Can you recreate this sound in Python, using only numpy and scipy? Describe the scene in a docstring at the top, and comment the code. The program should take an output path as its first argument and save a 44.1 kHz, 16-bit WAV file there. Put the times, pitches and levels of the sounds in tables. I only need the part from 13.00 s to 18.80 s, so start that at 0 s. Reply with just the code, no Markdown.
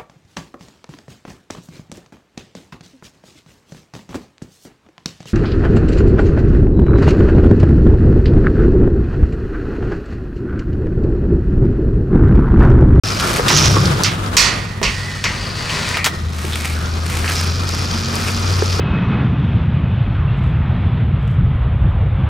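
"""A concrete skate park, heard from a stereo pair riding on a second board behind a skater.
Just below the microphones, wheels hum, rumble and thud over joints. Further ahead the skater drums
up a hollow ramp, pops onto a steel rail, grinds down it, lands and pushes away, shoes scuffing grit.
The rail rings under each blow of the trucks and sings as they scrape; a limiter holds the loudest hits."""
import sys
import numpy as np
from scipy import signal
from scipy.fft import rfft, irfft
from scipy.io import wavfile
from scipy.ndimage import uniform_filter1d

SR = 44100
rng = np.random.default_rng(int(sys.argv[2]) if len(sys.argv) > 2 else 0)


def generate_wav(sig):
    """Save sig (samples, or channels by samples) to the path in sys.argv[1] as 16-bit PCM at SR."""
    pcm = np.round(np.clip(np.atleast_2d(sig).T, -1, 1) * 32767).astype(np.int16)
    wavfile.write(sys.argv[1], SR, pcm)


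N = 255780
TIME = np.arange(N) / SR

# stereo image of the ground just below the pair, three curves:
# (f/Hz, coherence), (f/Hz, L-R/dB), (f/Hz, right-channel lag/rad)
BELOW = [
    [(35, 0.91), (130, 0.96), (290, 0.89), (640, 0.66), (1400, 0.19), (3100, 0.2), (6000, 0.35),
     (15000, 0.76)],
    [(110, 1.5), (380, -0.5), (700, -3.5), (1290, 5.5), (2400, -1), (5000, 1.5)],
    [(260, 0), (780, -1.45), (1120, -2.5), (2000, 0.3)],
]
# stereo image of the skater ahead, same three curves
AHEAD = [
    [(100, 1), (600, 0.92), (2000, 0.86), (5000, 0.98), (12000, 0.96)],
    [(100, 0.9), (1200, 0.99), (4500, -0.2), (12000, 0.79)],
    [(100, -0.04), (700, -0.22), (3000, 0.12)],
]
# the skater's place between left and right: t/s, L-R/dB
SKATER_SIDE = [(0.1, 0), (0.6, -3.5), (1.8, -6), (2.3, 0.5), (2.8, 1.5), (3.2, -0.5), (5.8, -0.5)]
# drive (speed and weight) on the skater's wheels: t/s, level/dB
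WHEEL_DRIVE = [(0.04, -24.5), (0.3, -30.5), (0.47, -32), (0.5, -16), (0.7, -18.5), (1.03, -37.5),
               (3.1, -39), (3.3, -42.5), (3.55, -38.5), (4.0, -36), (4.26, -34.5), (4.38, -24.5),
               (4.62, -33.5), (4.74, -28.5), (5.2, -30), (5.8, -29)]
USUAL_DRIVE_DB = -26
# blows of the trucks on the rail: t/s, level/dB, treble tilt/(dB per octave), L-R/dB
TRUCK_BLOWS = [(1.369, 0.5, 2.5, -4), (1.399, -14, 2, -17), (1.829, -16, 0, -4), (1.838, -23, -3, 3),
               (2.242, -17.5, -1.5, 0.5)]


def amp(db):
    """Decibels to gain."""
    return 10 ** (np.asarray(db) / 20)


def unit_rms(x):
    """Scales to rms 1."""
    return x / np.sqrt(np.mean(x ** 2) + 1e-20)


def at_hz(points, hz):
    """Reads a spectrum on a log-frequency axis."""
    f, value = np.transpose(points)
    return np.interp(np.log(hz + 1), np.log(f + 1), value)


def curve(points):
    """Reads a control curve at every sample."""
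    return np.interp(TIME, *np.transpose(points))


def held(start, end, rise_s, fall_db_per_s):
    """Envelope that rises from start, holds until end and dies away."""
    return np.clip((TIME - start) / rise_s, 0, 1) * amp(-fall_db_per_s * np.maximum(TIME - end, 0))


def wander(hz):
    """Random motion up to the rate hz, at rms 1."""
    rolloff = 1 + (np.fft.rfftfreq(N, 1 / SR) / hz) ** 4
    return unit_rms(irfft(rfft(rng.standard_normal(N)) / rolloff, N))


def add(mix, s, sound):
    """Mixes a sound in at time s."""
    part = mix[:, round(s * SR):][:, :sound.shape[1]]
    part += sound[:, :part.shape[1]]


def pan(db):
    """Left and right gains for a level difference."""
    db = np.atleast_1d(db)
    return amp(np.array([db, -db]) / 2)


def mics(pair, image):
    """Turns two unrelated signals into what the two microphones hear."""
    hz = np.fft.rfftfreq(pair.shape[1], 1 / SR)
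    coherence, balance_db, lag = (at_hz(points, hz) for points in image)
    mid, side = rfft(pair) * np.sqrt([(1 + coherence) / 2, (1 - coherence) / 2])
    left, right = mid + side, (mid - side) * np.exp(-1j * lag)
    return irfft(np.array([left, right]) * pan(balance_db), pair.shape[1])


def noise(image, samples=N):
    """White noise placed in a stereo image."""
    return mics(rng.standard_normal((2, samples)), image)


def contacts(per_s, spread_db=0):
    """Tiny random impacts of a rough surface; spread_db makes a few stand out."""
    sizes = amp(spread_db * np.minimum(rng.exponential(1, N), 4.5))
    hits = rng.random(N) < per_s / SR
    return unit_rms(sizes * hits * rng.standard_normal((2, N)))


def burst(t60, tick):
    """Dying chatter with a sharp tick on its first sample."""
    t = TIME[:SR // 2]
    chatter = rng.standard_normal((2, len(t))) * amp(-60 * t / t60)
    chatter[0, 0] += tick
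    return chatter


def colour(x, gain_db, size=4096):
    """Minimum-phase filter whose gain in dB is a function of frequency."""
    hz = abs(np.fft.fftfreq(size, 1 / SR))
    log_gain = np.log(amp(np.maximum(gain_db(hz), -100)))
    taps = np.fft.ifft(np.exp(np.conj(signal.hilbert(log_gain)))).real[:size // 2]
    return signal.oaconvolve(x, taps[None], axes=1)[:, :x.shape[1]]


def shaped(x, tone):
    """Filters a sound by the spectrum tone, at rms 1."""
    return unit_rms(colour(x, lambda hz: at_hz(tone, hz)))


def hump(x, centre_hz, octaves, depth_db=62):
    """A broad resonance that keeps the power of white noise."""
    def gain_db(hz):
        detune = np.log2((hz + 1) / centre_hz) / octaves
        return -depth_db * (1 - 1 / (1 + detune ** 2 / 9))
    power = np.mean(amp(gain_db(np.linspace(0, SR / 2, 2048))) ** 2)
    return colour(x, gain_db) / np.sqrt(power)


def resonate(x, hz, width_hz):
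    """A steep resonance that follows the pitch hz, at rms 1."""
    carrier = np.exp(2j * np.pi * np.cumsum(hz * np.ones(x.shape[1])) / SR)
    pole = np.exp(-np.pi * width_hz / SR)
    return unit_rms((carrier * signal.lfilter([1], [1, -2 * pole, pole ** 2], x / carrier)).real)


def near_hum():
    """The wheels under the microphones hum at a pitch set by speed; late on, the deck drones above it."""
    # the board's speed as the pitch of its hum: t/s, f/Hz
    pitch = [(0.04, 99), (0.7, 104), (1.0, 97.5), (2.2, 95.5), (2.64, 101), (3.1, 83), (3.6, 79),
             (5.0, 89.5), (5.8, 92.3)]
    # strength of the hum: t/s, level/dB
    level = [(0.04, -22), (0.45, -32), (0.75, -10), (1.0, -24.5), (1.34, -24), (1.6, -29.5), (3.12, -32.5),
             (3.23, -22.5), (3.58, -24.5), (3.85, -21), (4.6, -19), (5.1, -26.5), (5.46, -16.5), (5.8, -19)]
    turns = np.cumsum(curve(pitch) + 1.29 * wander(hz=9.1)) / SR
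    hum = np.sin(2 * np.pi * turns) * amp(curve(level) + 0.57 * wander(hz=5)) * pan(1.5)
    drone_turns = np.cumsum(2.525 * curve(pitch) + 5 * wander(hz=14.3)) / SR
    drone = np.sin(2 * np.pi * drone_turns) * held(4.62, 5.42, rise_s=0.43, fall_db_per_s=81)
    return np.sqrt(2) * (hum + amp(-29.5) * drone)


def near_roll(usual_db=-30.5):
    """Concrete shakes the board below the microphones: its deck rumbles and its wheels roar."""
    # how hard the wheels are shaken: t/s, level/dB
    shaking = [(0.04, -29.5), (0.3, -23), (0.44, -24.5), (0.54, -17.5), (0.9, -21.5), (1.2, -29.5),
               (1.47, -28), (1.7, -37), (2.14, -39), (2.86, -34.5), (3.25, -36.5), (3.95, -32.5),
               (4.35, -31.5), (5.8, -28)]
    # rumble of the deck: f/Hz, level/dB
    rumble_tone = [(15, -42), (28, -22), (43, 2), (70, -2), (130, 1.5), (170, -1), (230, -6.5),
                   (300, -20.5), (600, -51.5)]
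    # roar of urethane on concrete: f/Hz, level/dB
    roar_tone = [(100, -21), (220, -1), (380, 3), (560, -2.5), (850, -2.5), (1250, 1.5), (1650, -5),
                 (2400, -11.5), (3300, -10), (4600, -16), (6500, -18.5), (10000, -22.5), (16000, -38)]
    shake_db = curve(shaking)
    rumble = shaped(noise(BELOW), rumble_tone) * amp(-25.5 + 0.42 * (shake_db - usual_db))
    roar = shaped(mics(contacts(per_s=9000), BELOW), roar_tone)
    return rumble + roar * amp(shake_db + 3 + 1.8 * wander(hz=29))


def grounded(pop_s=1.03, land_s=3.05, spin_down_db_per_s=110):
    """1 while the skater's wheels roll; dies away after the pop and returns at the landing."""
    return amp(-spin_down_db_per_s * np.maximum(TIME - pop_s, 0) * (TIME < land_s))


def wheel_sizzle(press_s=0.022, ring_hz_per_db=64):
    """Fine roughness ticks on the skater's wheels, which flutter as they turn; more drive rings higher."""
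    # sizzle over the fine surface: f/Hz, level/dB
    tone = [(800, -11), (2000, -2.5), (3500, 3), (4500, 3.5), (5400, 7.5), (6300, 1.5), (7500, -4.5),
            (10000, -78), (16000, -45)]
    # each axle presses into the curve of the ramp: t/s, extra drive/dB
    presses = [(0.574, 8.5), (0.659, 7.5)]
    drive_db = curve(WHEEL_DRIVE) + sum(db * np.exp(-((TIME - s) / press_s) ** 2) for s, db in presses)
    ticks = shaped(mics(contacts(per_s=7000, spread_db=2.5), AHEAD), tone)
    ring_hz = 5020 + ring_hz_per_db * (drive_db - USUAL_DRIVE_DB)
    whirr = resonate(noise(AHEAD), ring_hz + 70 * wander(hz=24.6), width_hz=1130)
    turns = np.cumsum(112 + 16 * wander(hz=11.1)) / SR
    flutter = amp(3 * np.sin(2 * np.pi * turns) + 2 * wander(hz=116))
    return (amp(-1.5) * ticks + amp(-4.5) * whirr) * amp(drive_db) * grounded() * flutter


def wheel_ring():
    """Rough ground keeps the lower modes of the skater's wheels ringing."""
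    # wheel modes at the usual drive: f/Hz, width/Hz, level/dB
    modes = [(1280, 230, -36), (2450, 220, -37)]
    rub = noise(AHEAD)
    ringing = sum(amp(db) * resonate(rub, hz, width) for hz, width, db in modes)
    return ringing * amp(0.9 * (curve(WHEEL_DRIVE) - USUAL_DRIVE_DB)) * grounded()


def grit():
    """Sand grains crack under the pushing shoe and the carving wheels."""
    # crunch of the grains: f/Hz, level/dB
    tone = [(400, 8.5), (1000, 7.5), (1600, 11.5), (2400, 12.5), (3300, 6.5), (5500, 3.5), (8000, 4),
            (10000, 2), (11500, -5.5), (13000, -1), (16000, -17)]
    # a shoe on the ground: start/s, end/s, level/dB
    pushes = [(0.118, 0.37, -26), (3.296, 3.728, -30.5), (4.015, 4.386, -27), (5.073, 5.3, -28)]
    cracks = shaped(mics(contacts(per_s=3500, spread_db=3.5), AHEAD), tone)
    shoe = sum(amp(db) * held(start, end, rise_s=0.12, fall_db_per_s=140) for start, end, db in pushes)
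    wheels = amp(-33.5 + curve(WHEEL_DRIVE) - USUAL_DRIVE_DB) * grounded()
    return cracks * np.hypot(shoe, wheels) * amp(2 * wander(hz=49.5))


def clacks():
    """The skater's deck, wheels and loose trucks hit the ground and chatter."""
    # hits: t/s, level/dB, t60/s, f/Hz, width/octaves
    hits = [(0.086, -20, 0.032, 4570, 0.37), (0.199, -18.5, 0.046, 3780, 0.78),
            (0.4826, -7.5, 0.15, 3020, 0.99), (0.503, -10.5, 0.16, 1260, 0.95), (0.571, -10, 0.19, 3170, 1),
            (0.766, -11.5, 0.089, 1120, 0.24), (0.857, -16.5, 0.052, 4930, 0.46),
            (1.0354, -17, .006, 6000, 1.1), (1.036, -10.5, 0.17, 4900, 0.42),
            (1.046, -16.5, 0.4, 2300, 0.88), (1.262, -31, .03, 4750, 0.28), (1.368, -5, 0.096, 4890, 0.69),
            (1.816, -16, 0.11, 170, 1.44), (1.851, -16.5, 0.32, 2450, 0.36),
            (2.241, -17, 0.039, 3200, 0.88), (2.254, -17.5, 0.27, 2080, 0.53),
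            (2.697, -20.5, 0.12, 2750, 0.23), (2.89, -24, .03, 6000, 0.56), (2.943, -17, .06, 2160, 0.22),
            (2.971, -17.5, 0.081, 1410, 1.37), (3.044, -12, 0.13, 2620, 1.36), (3.052, -19, .015, 6000, .5),
            (3.0612, -12.5, 0.072, 2360, 1.3), (3.066, -11.5, 0.076, 780, 1.8)]
    out = np.zeros((2, N))
    for s, db, t60, hz, octaves in hits:
        add(out, s, hump(mics(burst(t60, tick=11), AHEAD), hz, octaves) * amp(db))
    return out * pan(curve(SKATER_SIDE) - 0.2)


def skids():
    """Soles rub and wheels slip sideways in short swelling strokes, each through one resonance."""
    # strokes: t/s, length/s, level/dB, f/Hz, width/Hz
    strokes = [(0.176, 0.12, -25, 1360, 450), (1.96, 0.13, -41, 4656, 920), (2.285, 0.53, -34, 4600, 900),
               (2.923, 0.16, -28, 2260, 500), (3.516, 0.043, -27, 3560, 1200),
               (3.56, 0.24, -33.5, 2230, 600), (3.71, 0.23, -33.5, 1459, 400),
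               (4.08, 0.097, -34, 2260, 1000), (4.222, 0.12, -27, 1550, 1084),
               (5.27, 0.03, -25.5, 2580, 500)]
    slips = mics(contacts(per_s=1300), AHEAD)
    out = np.zeros((2, N))
    for s, length, db, hz, width in strokes:
        stroke = resonate(slips[:, round(s * SR):][:, :round(length * SR)], hz, width)
        add(out, s, amp(db) * stroke * signal.windows.tukey(stroke.shape[1], 0.6))
    return out


def joint_thuds():
    """The soft near wheels drop into joints: a short hollow thud with a weaker knock above it."""
    # joints in the slab: t/s, level/dB, t60/s, f/Hz
    joints = [(0.3949, -10.5, 0.063, 460), (0.768, -8, 0.053, 374), (3.444, -22.5, 0.13, 380),
              (5.622, -9.5, 0.039, 430), (5.794, -12, 0.045, 400)]
    out = np.zeros((2, N))
    for s, db, t60, hz in joints:
        jolt = burst(t60, tick=34)
        thud = hump(jolt, hz, octaves=0.4, depth_db=89)
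        knock = hump(jolt, centre_hz=960, octaves=0.61)
        add(out, s, amp(db) * (amp(-6.5) * thud + amp(-12.5) * knock))
    return mics(out, BELOW)


def ramp_drum():
    """The hollow ramp drums in its low modes while the wheels cross it."""
    # ramp modes: f/Hz, width/Hz, level/dB
    modes = [(73.5, 12.5, -3), (107, 23, -9.5), (143.6, 9.7, 1), (159, 33, -5.5), (348, 84, -16.5)]

    def gain_db(hz):
        power = sum(amp(db) ** 2 / (1 + ((hz - f) / width) ** 2) ** 2 for f, width, db in modes)
        return 10 * np.log10(power)
    drumming = unit_rms(colour(noise(AHEAD), gain_db))
    return drumming * amp(-10.5) * held(0.5, 0.855, rise_s=0.064, fall_db_per_s=105)


def rail_ring():
    """The steel rail's answer to one tap: clear modes in a crowd of weaker ones."""
    # the clear modes: f/Hz, level/dB, t60/s
    modes = [(1061, -9, .6), (1270, -9, .45), (1860, -4, .6), (1950, -4, .6), (2126, -3, .4),
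             (2304, -4, .5), (2430, -3, .4), (2530, -8, .5), (2606, -6, .55), (2907, -6, .5),
             (3036, -7, .4), (3405, -6, .45), (3495, -7, .4), (4200, -7, .45), (4333, -5, .4),
             (4535, -7, .4), (4730, -4, .4), (4880, -6, .35), (5448, -6, .33), (5911, 0, .33),
             (5992, -3, .33), (6172, -1, .28), (6944, -5, .27)]
    # spectrum of the crowd: f/Hz, level/dB
    crowd_tone = [(150, -3), (500, -9.5), (800, -12), (1050, -1.5), (1700, -5.5), (2300, -2), (3100, -5.5),
                  (3800, -5.5), (4600, -0.5), (6100, -5), (7500, -11.5), (10000, -23), (16000, -34)]
    # decay of the crowd: f/Hz, t60/s
    crowd_t60 = [(500, 0.38), (2200, 0.34), (5000, 0.27), (9000, 0.3), (15000, 0.17)]
    hz, when, bands = signal.stft(noise(AHEAD, SR), SR, nperseg=256)
    bands *= amp(at_hz(crowd_tone, hz)[:, None] - 60 * when / at_hz(crowd_t60, hz)[:, None])
    crowd = signal.istft(bands, SR, nperseg=256)[1][:, :SR]
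    t = TIME[:SR]
    phases = rng.uniform(0, 2 * np.pi, (len(modes), 1, 1))
    phases = phases + 0.65 * rng.standard_normal((len(modes), 2, 1))  # offset at each microphone
    clear = sum(amp(db - 60 * t / t60) * np.sin(2 * np.pi * f * t + phase)
                for (f, db, t60), phase in zip(modes, phases))
    return unit_rms(crowd) + amp(-7) * unit_rms(clear)


def rail_blows(ring):
    """Trucks land on the rail and strike its kink, each blow with its own brightness."""
    out = np.zeros((2, N))
    for s, db, tilt_db, side_db in TRUCK_BLOWS:
        clang = colour(ring, lambda hz: tilt_db * np.log2(np.clip(hz, 500, 12000) / 3000))
        attack_rms = np.std(clang[:, :SR // 50])
        add(out, s, clang / attack_rms * amp(db) * pan(side_db))
    return out


def box_boom():
    """Each blow travels down the rail's posts and thumps the hollow box beneath."""
    out = np.zeros((2, N))
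    for s, *_ in TRUCK_BLOWS:
        thump = mics(burst(t60=0.51, tick=0), AHEAD)
        add(out, s, hump(thump, centre_hz=49, octaves=0.31, depth_db=87))
    return amp(-21) * out


def grind(ring):
    """Trucks stick and slip along the rail: a dry scrape that also keeps the steel ringing."""
    # stretches that bite, then ease: start/s, end/s, level/dB, easing/(dB per s), extra treble/dB
    slides = [(1.409, 1.825, -13, 64.5, -5.5), (1.87, 2.242, -26.5, 11.5, 5), (2.272, 2.52, -22.5, 14, -1),
              (2.54, 2.684, -23.5, -1, 1.5), (2.675, 2.955, -19, 3.5, 2.5)]
    # scrape of metal on metal: f/Hz, level/dB
    tone = [(200, -7.5), (600, -3.5), (800, -7.5), (1050, -5.5), (1650, -3.5), (2050, -5), (2900, -4),
            (3800, -6.5), (4500, -4), (5500, -9), (7500, -14.5), (10000, -21.5), (12000, -32), (16000, -34)]
    forces = np.array([amp(db - easing * np.maximum(TIME - start, 0))
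                       * held(start, end, rise_s=0.022, fall_db_per_s=193)
                       for start, end, db, easing, _ in slides])
    bite = amp([treble_db for *_, treble_db in slides])[forces.argmax(axis=0)]  # strongest stretch
    force = forces.max(axis=0) * amp(0.43 * wander(hz=45))
    slips = mics(contacts(per_s=6000), AHEAD)
    scrape = shaped(slips, tone) * force
    treble = signal.sosfilt(signal.butter(1, 5000, "high", fs=SR, output="sos"), scrape)
    push = signal.sosfilt(signal.butter(2, 3500, fs=SR, output="sos"), slips[:1])
    ringing = signal.fftconvolve(unit_rms(push) * force, ring, axes=1)[:, :N]
    ringing *= np.std(scrape) / np.std(ringing)
    return amp(-5) * (scrape + treble * (bite - 1) + amp(-2.5) * ringing)


def rail_song():
    """Random rubbing feeds a close pair of rail modes, which beat against each other and ring on."""
    # the two most easily rubbed modes: f/Hz, width/Hz
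    modes = [(1862, 70), (1962, 110)]
    # spells of singing: start/s, end/s, level/dB
    spells = [(1.55, 2.9, -45.5), (1.87, 2.19, -33), (2.9, 3.067, -32.5)]
    rub = noise(AHEAD)
    swells = [amp(db) * held(start, end, rise_s=0.065, fall_db_per_s=71) for start, end, db in spells]
    return unit_rms(sum(resonate(rub, hz, width) for hz, width in modes)) * np.max(swells, axis=0)


def grain_snaps():
    """Single large grains burst under shoe and wheels with a dry tick, a little to the left."""
    # grains: t/s, level/dB, f/Hz
    grains = [(3.653, -20, 2000), (4.244, -16, 1470), (4.2788, -17, 2180), (4.392, -25, 4770),
              (4.691, -19, 5270), (5.155, -21, 6700)]
    out = np.zeros((2, N))
    for s, db, hz in grains:
        add(out, s, hump(mics(burst(t60=0.012, tick=6.3), AHEAD), hz, octaves=0.78) * amp(db))
    return out * pan(2.5)


def deck_smear(x, mean_delay_s=0.000573, bands=60):
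    """Bending waves in the deck spread the ticks of the sliding sounds, each band with its own delay."""
    bins = N // 2 + 1
    band_delays = mean_delay_s * rng.exponential(1, bands)
    delays = np.interp(np.arange(bins), np.linspace(0, bins, bands), band_delays)
    return irfft(rfft(x) * np.exp(-2j * np.pi * np.cumsum(delays) * SR / N), N)


def park_scatter(x, t60=0.095, first_echo_s=0.012, echoes_per_s=2000):
    """Short, dulled reflections from the surrounding ramps and banks."""
    t = TIME[:SR // 2]
    echoes = rng.standard_normal((2, len(t))) * (rng.random((2, len(t))) < echoes_per_s / SR)
    echoes *= (t > first_echo_s) * amp(-60 * t / t60)
    echoes = signal.sosfilt(signal.butter(1, 4500, fs=SR, output="sos"), echoes)
    return signal.fftconvolve(x, echoes / np.linalg.norm(echoes[0]), axes=1)[:, :N]


def scene():
    """The skater ahead with a faint scatter from the park; the second board close and dry below."""
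    ring = rail_ring()
    sliding = wheel_sizzle() + wheel_ring() + grit() + skids() + grind(ring) + rail_song()
    skater = deck_smear(sliding * pan(curve(SKATER_SIDE))) + clacks() + grain_snaps() + rail_blows(ring)
    ahead = skater + amp(-18.5) * park_scatter(skater) + ramp_drum() + box_boom()
    return ahead + near_hum() + near_roll() + joint_thuds()


def record(dry, start_s=0.036, threshold_db=-12, recover_db_per_s=140, cutoff_hz=15900):
    """The microphones open, a limiter ducks loud moments and rounds the peaks, then a low-pass follows."""
    power_db = 10 * np.log10(abs(uniform_filter1d((dry ** 2).mean(0), size=300)) + 1e-12)
    recovery = TIME * recover_db_per_s
    peak_db = np.maximum.accumulate(power_db + recovery) - recovery
    over_db = np.maximum(peak_db - threshold_db, 0)
    ducked = dry * amp(-0.6 * uniform_filter1d(over_db, size=100)) * (TIME > start_s)
    rounded = ducked / (1 + ducked ** 4) ** 0.25
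    lowpass = signal.firwin(255, cutoff_hz, window=("kaiser", 8), fs=SR)
    return signal.oaconvolve(rounded, lowpass[None], "same")


dry = scene()
out = record(dry)
generate_wav(out)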